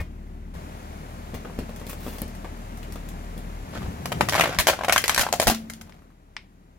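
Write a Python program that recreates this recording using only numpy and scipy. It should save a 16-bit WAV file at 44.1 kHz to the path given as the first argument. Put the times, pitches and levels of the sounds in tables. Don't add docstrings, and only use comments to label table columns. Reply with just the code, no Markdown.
import sys
import numpy as np
from scipy import signal
from scipy.fft import rfft, irfft, next_fast_len
from scipy.io import wavfile
from scipy.ndimage import map_coordinates

SR = 44100
rng = np.random.default_rng(int(sys.argv[2]) if len(sys.argv) > 2 else 0)


def file_out(sig):
    cols = np.atleast_2d(sig).T
    lim = np.clip(cols, -1, 1)
    pcm = np.round(lim * 32767).astype(np.int16)
    wavfile.write(sys.argv[1], SR, pcm)


N = 298998
TIME = np.arange(N) / SR

# time in seconds, relative level in dB, pitch of the knock in Hz,
# brightness in dB, duration of the running split in seconds, relative level in dB of the thump
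# of the panel snapping through, pitch of that thump in Hz at its onset.
CRACKS = [(4.056, -28.5, 1011, 0.5, 0.0045, -22.5, 590), (4.1185, -24.5, 1002, -7.5, 0.009, -17.5, 594),
          (4.208, -9, 871, -13, 0.002, -14, 720), (4.286, -21, 1388, -3.5, 0.0021, -25.5, 705),
          (4.294, -32, 1710, 13.5, 0, -21.5, 700), (4.323, -23.5, 1170, -5, 0.0019, -20.5, 670),
          (4.333, -20.5, 1630, -8.5, 0.0015, -19, 560), (4.342, -19, 1630, -7, 0.00036, -21, 686),
          (4.351, -21, 1180, -5.5, 0.0002, -9.5, 780), (4.357, -21.5, 1150, -2.5, 0.0052, -10.5, 644),
          (4.379, -22, 1202, -11.5, 0.018, -21.5, 600), (4.396, -13.5, 1185, -6.5, 0, -8, 664),
          (4.408, -12, 2300, -6.5, 0.0023, -4, 680), (4.419, -22, 1790, -9, 0.0029, -13.5, 575),
          (4.436, -17, 1190, -11.5, 0.0046, -17, 549), (4.442, -23.5, 1180, -12.5, 0.00071, -17, 506),
          (4.456, -19, 1280, -13, 0.00061, -17, 620), (4.473, -26.5, 1198, -10, 0.005, -17, 597),
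          (4.492, -27.5, 1197, -8.5, 0.00089, -16.5, 548), (4.526, -34.5, 1506, -5.5, 0.002, -25, 717),
          (4.546, -32.5, 1191, -1.5, 0, -30.5, 718), (4.5862, -17, 1500, 3, 0.026, -27, 694),
          (4.669, -13, 1150, 0, 0.017, -10, 600), (4.686, -17.5, 1000, -6, 0.0064, -2, 620.3),
          (4.697, -16.5, 1050, -4.5, 0.006, -6.5, 635), (4.732, -24.5, 1090, -21.5, 0.0045, -15, 600.7),
          (4.789, -27, 902, -18.5, 0.001, -17.5, 785), (4.809, -25, 1150, -23.5, 0.0011, -15.5, 700),
          (4.82, -30.5, 1050, -22.5, 0.00061, -24.5, 640), (4.834, -25, 1189, -14.5, 0.0033, -19.5, 788.6),
          (4.845, -21.5, 1280, -11.5, 0.0045, -22, 796), (4.882, -18, 1041, -11.5, 0.004, -12, 634.4),
          (4.895, -12.5, 1760, -9, 0, -4.5, 696), (4.905, -23, 1450, -17.5, 0, -28, 695),
          (4.923, -15, 1390, 2.5, 0.012, -11.5, 762), (4.96, -9, 1376, -10, 0.00072, -18, 990),
          (4.968, -21.5, 1980, -12, 0.00022, -26.5, 700), (4.978, -16, 2297, 2, 0.0012, -16.5, 800),
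          (5.039, -20, 2135, 0, 0.00099, -15, 513), (5.057, -31, 1253, 2, 0.0017, -33.5, 700),
          (5.079, -21.5, 1709, 7, 0, -27, 800), (5.094, -13, 1446, -1.5, 0.00082, -12.5, 1030),
          (5.1454, -30, 1500, 15, 0.0033, -27.5, 450), (5.161, -23.5, 1454, 0.5, 0.0004, -22, 700),
          (5.177, -14, 1468, -3.5, 0.0073, -16.5, 560), (5.193, -18, 1550, 2.5, 0.028, -23, 650),
          (5.211, -19, 1505, -1, 0.0019, -23.5, 700), (5.232, -22, 1177, -13.5, 0.0027, -21.5, 838.6),
          (5.265, -19.5, 1099, -25, 0.0009, -14, 800), (5.287, -26, 1189, -14.5, 0.0031, -17.5, 1033),
          (5.326, -23.5, 1109, 8.5, 0.0011, -8, 720), (5.336, -21, 890, -5, 0.0044, -6.5, 721),
          (5.398, -15, 906, 1.5, 0.0013, -4.5, 642), (5.416, -24.5, 1182, 5.5, 0.025, -26, 806),
          (5.425, -24.5, 1000, -3, 0.00054, -17, 640), (5.4698, -13.5, 852.6, 0, 0.017, -19, 560),
          (5.478, -14.5, 760, -1, 0.008, -21, 480), (5.498, -19.5, 601.5, 2, 0.017, -4, 747),
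          (5.546, -34, 1793, 7, 0.0026, -32, 750), (5.698, -35, 1915, 3.5, 0.0065, -50, 611),
          (5.735, -45, 2205, 9, 0.0003, -47, 698), (5.811, -40, 2350, 1.5, 0.0058, -58, 700)]
# relative level in dB, decay time t60 in seconds.
MASK_VOICES = [(-1.5, 0.021), (-2.5, 0.008), (-1.5, 0.007)]
# frequency in Hz, gain in dB.
PLASTIC_COLOUR = [(30, -18), (150, 2), (360, -5.5), (500, -6), (650, -1), (920, -4), (1300, -3),
                  (2000, -1.5), (3200, -2.4), (4500, -3.5), (6800, -3.5), (8500, -6), (12000, -1),
                  (15500, -5.5)]
# frequency in Hz, bandwidth in Hz, relative gain in dB.
SHELL_RESONANCES = [(640, 90, -10.5), (1180, 75, -8.5), (1256, 24, -7.5), (1530, 20, -13), (1800, 74, -14),
                    (3000, 53, -10.5)]
# time of the height in seconds, length in seconds, relative level in dB, pitch in Hz.
FOLDS = [(3.759, 0.028, -34.5, 750), (3.843, 0.037, -44, 602), (4.365, 0.03, -27, 1100),
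         (4.426, 0.054, -31, 1015), (4.529, 0.066, -32.5, 1000), (4.717, 0.0441, -33.5, 902.2),
         (4.823, 0.047, -41.5, 858), (4.944, 0.053, -40.5, 1399), (5.115, 0.029, -26.5, 1497),
         (5.236, 0.03, -32, 1400), (5.513, 0.019, -23.5, 749.5)]
# frequency in Hz, relative density in dB per Hz.
FIBRE_SPECTRUM = [(200, -12.5), (450, 6.5), (1000, -4), (3000, 4.5), (6000, -0.5), (16000, -23)]
# start in seconds, length in seconds, level in dB, tilt in dB per octave.
SCRAPES = [(3.742, 0.033, -40, -6.5), (3.8, 0.066, -45.5, -10), (5.84, 0.13, -54.5, -6.5)]
UPPER_RING_BAND = (1420, 3238)
# time in seconds, lag of the left ear in seconds.
BREAK_LAG = [(4.35, .00007), (5.5, -.00006)]

# time in seconds, relative level in dB, pitch of the knock in Hz, brightness in dB.
POPS = [(.551, -44.5, 930, -3.5), (1.335, -41.5, 670, -12), (1.348, -39, 656, -5.5),
        (1.448, -37, 1000, -12), (1.497, -38.5, 830, -25), (1.588, -31.5, 800, -4), (1.692, -37, 880, -5),
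        (1.76, -49, 1497, 12.5), (1.797, -49, 1490, 7), (1.814, -37, 840, -11), (1.866, -42, 698, 8),
        (1.895, -43, 1224, 11), (1.93, -36.5, 910, 0), (2.064, -32.5, 754, -9), (2.08, -36.5, 720, 1),
        (2.183, -40.5, 910, 5.5), (2.217, -33, 764, -1), (2.278, -55, 1499, 15), (2.35, -47.5, 1205, 7),
        (2.444, -39, 810, -9), (2.773, -52, 1202, 13.5), (2.829, -47, 2853, 6), (2.922, -49, 1600, 16.5),
        (2.957, -37.5, 980, -2.5), (3.087, -53, 1840, 17), (3.377, -44.5, 887, 6.5),
        (6.02, -53.5, 1200, -8), (6.103, -55, 1300, -12)]
# relative level in dB, decay time t60 in seconds.
FOIL_VOICES = [(-1.5, 0.0225), (-12, 0.028), (-17, 0.0086)]
# start in seconds, length in seconds, relative level in dB, tilt in dB per octave.
SQUIRTS = [(0.0, 0.022, -39.5, -10.5), (1.34, 0.012, -39.5, -10.5), (1.447, 0.015, -37.5, -16.5),
           (1.885, 0.033, -46, -6), (1.96, 0.28, -53, -6.5), (2.06, 0.13, -72, -9),
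           (2.065, 0.014, -48, -20), (2.443, 0.012, -37, -15)]
# frequency in Hz, gain in dB.
FOIL_COLOUR = [(200, 17.5), (450, 3), (800, -2.5), (1500, -2), (4000, 3), (9000, 6), (15000, 17)]
# start in seconds, thump in dB, spit of escaping air in dB.
BANGS = [(1.5882, -30, -58), (2.2181, -18, -30)]
# frequency in Hz, relative level in dB, t60 in seconds.
BANG_MODES = [(294, -3, 0.018), (550, -6.5, 0.022)]

# start in seconds, level in dB.
CLICKS = [(5.923, -37), (6.366, -17)]
# frequency in Hz, relative level in dB, t60 in seconds.
SHARD_MODES = [(983.2, -10, 0.009), (1741.9, 0, 0.0038), (2240, -1, 0.0065), (3220, -3.5, 0.0027),
               (3780, -1.5, 0.0015), (4920, -4, 0.0029), (5550, -7.5, 0.0041), (8120, -19, 0.001901),
               (10100, -24, 0.0012)]
# start in seconds, level in dB.
PINGS = [(0.0, -37)]
# frequency in Hz, relative level in dB, t60 in seconds.
TUBE_MODES = [(1830, 2, 0.085), (2170, 1, 0.087), (2460, -1, 0.085), (1940, -14, 0.041)]
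# frequency in Hz, gain in dB.
PIECE_ECHO_COLOUR = [(2000, -2.5), (3800, 7), (5400, -5), (8000, 0)]

# start in seconds, thud in dB, ring of the air inside in dB.
JOLTS = [(0.001, -22.5, -79), (0.553, -26.5, -54), (1.341, -27.5, -49), (1.588, -27, -38.5),
         (1.618, -31, -42), (2.218, -37, -40), (3.777, -26.5, -52.5), (3.839, -26.5, -55),
         (3.873, -25.5, -49.5), (5.191, -37.5, -38), (5.479, -28, -26.5)]
# frequency in Hz, relative level in dB, t60 in seconds.
CARCASS_MODES = [(67, 4.5, 0.094), (88, 3.5, 0.09), (131, 0.5, 0.026), (172.4, -8.5, 0.19),
                 (264, -24, 0.085)]
# frequency in Hz, relative level in dB, t60 in seconds.
AIR_MODES = [(223, 1.5, 0.88), (329, -2, 0.15), (247.5, 2, 0.3)]

# start in seconds, firing tone in dB at the start, its drift in dB per second,
# octave in dB, rumble in dB, tread noise in dB, hiss in dB.
SHOTS = [(0, -41, 3, -44.5, -45.5, -54.5, -66.5), (0.539, -45.5, 3, -44.5, -42, -45.5, -55),
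         (3.65, -52, -1.5, -49, -41.5, -45, -54.5)]
# time in seconds, firing rate in Hz.
IDLE_SPEED = [(.3, 37.19), (1.2, 38.55), (1.8, 38.11), (2.6, 39), (3.6, 38.47), (6.78, 37.47)]
# multiple of the firing rate, level in dB against the octave.
ENGINE_ORDERS = [(3, -11), (4.5, -9.5), (5, -12.5), (6, -9.5), (10, -17)]
# time in seconds, load in dB against the rumble.
TYRE_LOAD = [(3.68, -0.5), (3.82, 8.5), (3.98, 3), (4.2, 12), (4.45, 7.5), (4.8, -2)]
# frequency in Hz, relative density in dB per Hz.
RUMBLE_SPECTRUM = [(25, -26.5), (50, 2.5), (90, 4), (125, 1), (170, 4.5), (220, 2), (290, -0.5), (420, -9),
                   (700, -47)]
# frequency in Hz, relative density in dB per Hz.
GROAN_SPECTRUM = [(30, -23.5), (70, 3), (110, 3.5), (170, 6.5), (260, -6), (420, -7), (700, -41)]
# frequency in Hz, relative density in dB per Hz.
TREAD_SPECTRUM = [(250, -20.5), (420, 1.5), (620, 4.5), (950, 1), (1400, -3.5), (2100, -6.5), (3200, -13),
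                  (5000, -32)]
# frequency in Hz, relative density in dB per Hz.
HISS_SPECTRUM = [(2200, -11), (3600, 5), (5200, 3), (7200, 3.5), (8500, -2), (11500, 1.5), (15500, -6.5)]

# start in seconds, length in seconds, level in dB.
PUFFS = [(4.586, 0.024, -26), (5.192, 0.031, -31.5), (5.468, 0.0314, -23)]
# frequency in Hz, relative density in dB per Hz.
PUFF_SPECTRUM = [(20, -13), (45, -1.5), (80, -5.5), (160, -16), (400, -30.5), (1500, -62)]

# frequency in Hz, t60 in seconds.
REVERB_DECAY = [(300, 0.32), (1000, 0.13), (3000, 0.24), (7000, 0.2), (14000, 0.11)]
# frequency in Hz, gain in dB.
REFLECTION = [(250, -7), (650, -1), (1500, 1), (4000, 0.5), (14000, 5)]
# frequency in Hz, likeness from 0 to 1.
LIKENESS = [(40, 1), (250, 1), (800, 0.7), (2000, 0.6), (5000, 0.1), (15000, 0.01)]

SPLIT_DB, SPLIT_DELAY_S = -0.5, .003
SPLIT_TILT, SPLIT_TILT_FOLLOWS = -3, 0.22
CRACK_SHARE = 0.55
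SPIKE_DB, SPIKE_S = 5, .00004
SPLINTERS_PER_S, SPLINTER_DB, SPLINTER_T60_S = 430, 0, 0.28
SPLINTER_SPREAD_DB = 2.5
BUCKLES_PER_S, STRAY_BUCKLES_PER_S = 330, 30
BUCKLE_FLOOR_DB = -53.5
FIBRES_DB = -2.5
FLATTEN_FROM_S, FLAT_S = 4.2, 5.35
HOLLOW_DB, FLAT_HOLLOW_DB, FLAT_RING_DB = 5.5, -16.5, -4
FLIP_DB, FLIP_RISE_S, FLIP_T60_S = -2, 0.0004, 0.015
FLIP_SAG, FLIP_SAG_S = 0.084, 0.0072
SPIT_HZ, SPIT_T60_S = 8800, 0.004
CRACK_THUD_DB = -28.5
TREAD_FOLLOWS_LOAD = 0.34
LEAVES_S, GONE_S = 5.48, 6.156
GONE_UPPER_DB, GONE_RUMBLE_DB, GONE_TREAD_DB = -12, -12.5, -17.5
TREAD_LIFTS_S = 5.37
GRIT_DB = -15.5
CAR_LAG_S = .00045
CAR_LEAN_DB, PLASTIC_LEAN_DB = 1.08, 1.0
MODE_JITTER_S = .00012
SHIFT_S = 0.03
CUTOFF_HZ = 16100


def mask():
    cracks = fractures(CRACKS, MASK_VOICES, apart_hz=2660)
    buckles = from_db(-5.5) * crumple(octaves=0.97, t60=0.013)
    running = [(s + SPLIT_DELAY_S, length, db + SPLIT_DB, SPLIT_TILT + SPLIT_TILT_FOLLOWS * bright_db)
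               for s, db, _, bright_db, length, *_ in CRACKS if length > 0]
    splits = runs(running, per_s=2000, spread_db=2, apart=1.05, rise=0.065)
    scrapes = runs(SCRAPES, per_s=380, spread_db=8.5, apart=0.97, rise=0.25)
    breaking = cracks + splinters(apart=0.97) + buckles + splits + scrapes
    sound = colour(breaking, PLASTIC_COLOUR)
    hollow = sum(from_db(db) * signal.lfilter(*signal.iirpeak(hz, hz / width, fs=SR), sound)
                 for hz, width, db in SHELL_RESONANCES)
    flatness = ramp(FLATTEN_FROM_S, FLAT_S)
    hollow = hollow * from_db(HOLLOW_DB + (FLAT_HOLLOW_DB - HOLLOW_DB) * flatness)
    moving = travelling(pressed(sound) + hollow + flips())
    return room(moving, wet_db=-34.0, scatter_db=-28.5, scatter_t60=0.021)


def fractures(rows, voices, apart_hz):
    out = np.zeros((2, N))
    for s, db, hz, bright_db, *_ in rows:
        bands = [(hz / 2, hz * 2, 0), (1200, 6000, CRACK_SHARE), (2900, 20000, 1)]
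        for (low, high, share), (trim_db, t60) in zip(bands, voices):
            level = from_db(db + share * bright_db + trim_db)
            add(out, s + .001, level * snap(low, high, t60, apart_hz))
    return out


def snap(low, high, t60, apart_hz, count=24, rise_s=0.00051):
    t = TIME[:SR // 20]
    place = ((np.arange(count) + rng.random(count)) / count)[:, None]
    hz = low * (high / low) ** place
    jitter = 2 * np.pi * hz * MODE_JITTER_S * rng.standard_normal((count, 1))
    ear_phase = np.minimum(hz / apart_hz, 2) * rng.standard_normal((2, count, 1))
    decay = np.exp(-np.log(1000) * t / t60 * np.sqrt(hz / low))
    modes = np.sin(2 * np.pi * hz * t + jitter + ear_phase) * decay
    weighted = modes * np.sin(np.pi * place)
    sound = weighted.sum(axis=1) * (1 - np.exp(-t / rise_s))
    return sound / np.sqrt(np.sum(sound ** 2) / (2 * .005 * SR))


def splinters(apart):
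    out, t = np.zeros((2, N)), TIME[:SR // 5]
    x = (TIME[:SR // 200] - .002) / SPIKE_S
    for s, db, _, bright_db, *_ in CRACKS:
        add(out, s, from_db(db + bright_db + SPIKE_DB) * x * np.exp(-x ** 2))
        chosen = rng.random(len(t)) < SPLINTERS_PER_S / SR
        heights = rng.standard_normal(len(t)) + apart * rng.standard_normal((2, len(t)))
        spread = np.clip(rng.standard_normal(len(t)), -2, 1.5) - .5
        ticks = chosen * heights * from_db(SPLINTER_SPREAD_DB * spread)
        decay = np.exp(-np.log(1000) * t / SPLINTER_T60_S)
        add(out, s, from_db(db + bright_db + SPLINTER_DB) * ticks * decay)
    return out


def crumple(octaves, t60):
    pace, strength, centre_hz = folding()
    on_mask = (TIME > FOLDS[0][0]) & (TIME < FOLDS[-1][0])
    per_s = BUCKLES_PER_S * pace + STRAY_BUCKLES_PER_S * on_mask
    heights = rng.standard_normal(N) + 0.63 * rng.standard_normal((2, N))
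    grains = (rng.random(N) < 2500 / SR) * heights
    out = from_db(FIBRES_DB) * strength * rms_one(colour(grains, FIBRE_SPECTRUM))
    for at in np.flatnonzero(rng.random(N) < per_s / SR):
        hz = centre_hz[at] * 2 ** (octaves * rng.uniform(-1.1, 1))
        size = (strength[at] + from_db(BUCKLE_FLOOR_DB)) * (.5 + rng.random())
        add(out, at / SR, size * snap(hz / 2, hz * 2, t60, apart_hz=1980, count=7))
    return out


def folding():
    swells = np.array([np.exp(-((TIME - s) / length) ** 2) for s, length, *_ in FOLDS])
    s, _, db, hz = np.transpose(FOLDS)
    return swells.sum(axis=0), from_db(db) @ swells, np.interp(TIME, s, hz)


def runs(rows, per_s, spread_db, apart, rise):
    out, t = np.zeros((2, N)), TIME[:SR // 4]
    for s, length, db, tilt in rows:
        spread = spread_db * np.clip(rng.standard_normal(len(t)), -2, 2)
        sizes = from_db(spread) * (rng.random(len(t)) < per_s / SR)
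        signs = rng.choice([-1, 1], len(t)) + apart * rng.choice([-1, 1], (2, len(t)))
        envelope = (1 - np.exp(-t / (rise * length))) * np.exp(-(t / length) ** 4)
        slope = [(200, -24), (550, 0), (1000, 0), (16000, tilt * np.log2(16))]
        sound = colour(sizes * signs * envelope, slope)
        add(out, s, from_db(db) * sound / np.sqrt(np.sum(sound ** 2) / (2 * length * SR) + 1e-20))
    return out


def flips():
    out, t = np.zeros(N), TIME[:SR // 20]
    for s, *_, db, hz in CRACKS:
        turns = np.cumsum(hz * (1 + FLIP_SAG * (np.exp(-t / FLIP_SAG_S) - 1))) / SR
        swing = np.sin(2 * np.pi * turns) * np.exp(-np.log(1000) * t / FLIP_T60_S)
        add(out, s + 0.00087, from_db(db + FLIP_DB) * swing * (1 - np.exp(-t / FLIP_RISE_S)))
    return out


def pressed(sound):
    band = signal.butter(1, UPPER_RING_BAND, "band", fs=SR, output="sos")
    upper = signal.sosfilt(band, sound)
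    return sound + upper * (from_db(FLAT_RING_DB * ramp(FLATTEN_FROM_S, FLAT_S) ** 4) - 1)


def travelling(x):
    lag, = in_time(BREAK_LAG)
    return np.array([map_coordinates(x[0], [(TIME - lag) * SR], order=5), x[1]])


def packets():
    pops = fractures(POPS, FOIL_VOICES, apart_hz=3754.0)
    spray = runs(SQUIRTS, per_s=3700, spread_db=4.0, apart=0.74, rise=0.17)
    foil = colour(pops + spray, FOIL_COLOUR)
    return room(foil, wet_db=-26, scatter_db=-53, scatter_t60=0.03) + bangs()


def bangs():
    out = strike([(s, db) for s, db, _ in BANGS], BANG_MODES) * np.ones((2, 1))
    for s, _, spit_db in BANGS:
        spit = snap(SPIT_HZ, 2 * SPIT_HZ, SPIT_T60_S, apart_hz=2 * SPIT_HZ)
        add(out, s, from_db(spit_db) * spit)
    return out


def loose_pieces():
    sound = (strike(CLICKS, SHARD_MODES) + strike(PINGS, TUBE_MODES)) * np.ones((2, 1))
    answer = room(sound, wet_db=-36, scatter_db=-19.5, scatter_t60=0.019, count=1) - sound
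    return sound + colour(answer, PIECE_ECHO_COLOUR)


def tyre():
    thuds = [(s, db) for s, db, _ in JOLTS] + [(s, db + CRACK_THUD_DB) for s, db, *_ in CRACKS]
    air_blows = [(s, db) for s, _, db in JOLTS]
    return strike(thuds, CARCASS_MODES) + strike(air_blows, AIR_MODES)


def car():
    age, firing_db, drift, octave_db, rumble_db, tread_db, hiss_db = shots()
    gone, load_db = ramp(LEAVES_S, GONE_S), in_time(TYRE_LOAD)[0]
    hum, phase = engine(firing_db + drift * age, octave_db + GONE_UPPER_DB * gone)
    contact_db = TREAD_FOLLOWS_LOAD * load_db + GONE_TREAD_DB * ramp(TREAD_LIFTS_S, GONE_S)
    throbbing_db = rumble_db + np.minimum(load_db, 0) + GONE_RUMBLE_DB * gone + 0.42 * np.cos(phase)
    rumble = from_db(throbbing_db) * stereo_noise(RUMBLE_SPECTRUM)
    excess = np.sqrt(np.maximum(from_db(load_db) ** 2 - 1, 0))
    groan = from_db(rumble_db) * excess * stereo_noise(GROAN_SPECTRUM)
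    rolling = from_db(tread_db + contact_db + 1.0 * np.cos(phase)) * stereo_noise(TREAD_SPECTRUM)
    grains = (rng.random(N) < 120 / SR) * rng.standard_normal((2, N))
    grit = from_db(GRIT_DB) * rms_one(colour(grains, HISS_SPECTRUM))
    hiss = from_db(hiss_db + contact_db) * (stereo_noise(HISS_SPECTRUM) + grit)
    return from_left(hum + rumble + groan + rolling + hiss)


def engine(firing_db, octave_db):
    phase = 2 * np.pi * np.cumsum(in_time(IDLE_SPEED)[0]) / SR
    orders = sum(from_db(db) * np.sin(k * phase + rng.uniform(0, 2 * np.pi)) for k, db in ENGINE_ORDERS)
    upper = np.sin(2 * phase) + orders
    return np.sqrt(2) * (from_db(firing_db) * np.sin(phase) + from_db(octave_db) * upper), phase


def shots():
    rows = np.array(SHOTS)
    start, *settings = rows[np.searchsorted(rows[1:, 0], TIME)].T
    return TIME - start, *settings


def puffs():
    swell = sum(from_db(db) * np.exp(-((TIME - s) / length * 2 - 1) ** 2) for s, length, db in PUFFS)
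    mid, side = rms_one(colour(rng.standard_normal((2, N)), PUFF_SPECTRUM))
    return swell * (from_db(-3.5) * mid + side * [[1], [-1]])


def room(x, wet_db, scatter_db, scatter_t60, count=4):
    patterns = [echoes(wet_db, scatter_db, scatter_t60) for _ in range(count)]
    out, step = x.copy(), int(SHIFT_S * SR)
    fade = signal.get_window("hann", 2 * step)
    for k, start in enumerate(range(0, N - len(fade), step)):
        piece = x[:, start:start + len(fade)] * fade
        if np.abs(piece).max() > 1e-4:
            add(out, start / SR, signal.fftconvolve(piece, patterns[k % count], axes=1))
    return out


def echoes(wet_db, scatter_db, scatter_t60):
    t, response = TIME[:SR // 4], 0
    edges = np.geomspace(180, 17000, 10)
    for low, high in zip(edges, edges[1:]):
        hz = np.sqrt(low * high)
        band = signal.butter(2, [low, high], "band", fs=SR, output="sos")
        mid, side = signal.sosfilt(band, rng.standard_normal((2, len(t))))
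        alike = np.clip(at_hz(LIKENESS, hz), 0, 1)
        noise = np.sqrt((1 + alike) / 2) * mid + np.sqrt((1 - alike) / 2) * side * [[1], [-1]]
        tail = from_db(wet_db - 60 * t / at_hz(REVERB_DECAY, hz))
        early = from_db(scatter_db - 60 * t / scatter_t60)
        envelope = (tail + early) * (1 - np.exp(-t / 0.0005))
        response = response + from_db(at_hz(REFLECTION, hz)) * noise * envelope
    return response


def strike(rows, modes):
    out, t = np.zeros(N), TIME[:SR]
    ring = sum((-1) ** k * from_db(db - 60 * t / t60) * np.sin(2 * np.pi * hz * t)
               for k, (hz, db, t60) in enumerate(modes))
    for s, db in rows:
        add(out, s, from_db(db) * ring)
    return out


def stereo_noise(spectrum):
    mid, side = rfft(rng.standard_normal((2, next_fast_len(N, True))))
    hz = np.linspace(0, SR / 2, len(mid))
    alike = np.clip(at_hz(LIKENESS, hz), 0, 1)
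    pair = np.sqrt(1 + alike) * mid + np.sqrt(1 - alike) * side * [[1], [-1]]
    return rms_one(irfft(pair * from_db(at_hz(spectrum, hz)))[:, :N])


def from_left(x):
    return np.array([x[0], np.interp(TIME - CAR_LAG_S, TIME, x[1])])


def lean(x, db):
    return x * from_db([[db], [-db]])


def colour(x, spectrum):
    size = next_fast_len(x.shape[-1] + SR // 10)
    gain = from_db(at_hz(spectrum, np.fft.rfftfreq(size, 1 / SR)))
    return irfft(rfft(x, size) * gain, size)[..., :x.shape[-1]]


def at_hz(points, hz):
    points = np.array(points)
    return np.interp(np.log(np.maximum(hz, 1)), np.log(points[:, 0]), points[:, 1])


def in_time(rows):
    s, *columns = np.transpose(rows)
    return [np.interp(TIME, s, c) for c in columns]


def ramp(from_s, to_s):
    return np.clip((TIME - from_s) / (to_s - from_s), 0, 1)


def add(out, s, sound):
    start = max(int(s * SR), 0)
    out[..., start:start + sound.shape[-1]] += sound[..., :N - start]


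def from_db(db):
    return 10 ** (np.asarray(db) / 20)


def rms_one(x):
    return x / np.sqrt(np.mean(x ** 2) + 1e-20)


def scene():
    plastic = lean(mask() + loose_pieces(), PLASTIC_LEAN_DB)
    return plastic + lean(packets() + tyre() + car(), CAR_LEAN_DB) + puffs()


def record(dry):
    rounded = .9 * np.tanh(dry / .9)
    return signal.sosfilt(signal.ellip(10, .1, 70, CUTOFF_HZ, fs=SR, output="sos"), rounded)


dry = scene()
out = record(dry)
file_out(out)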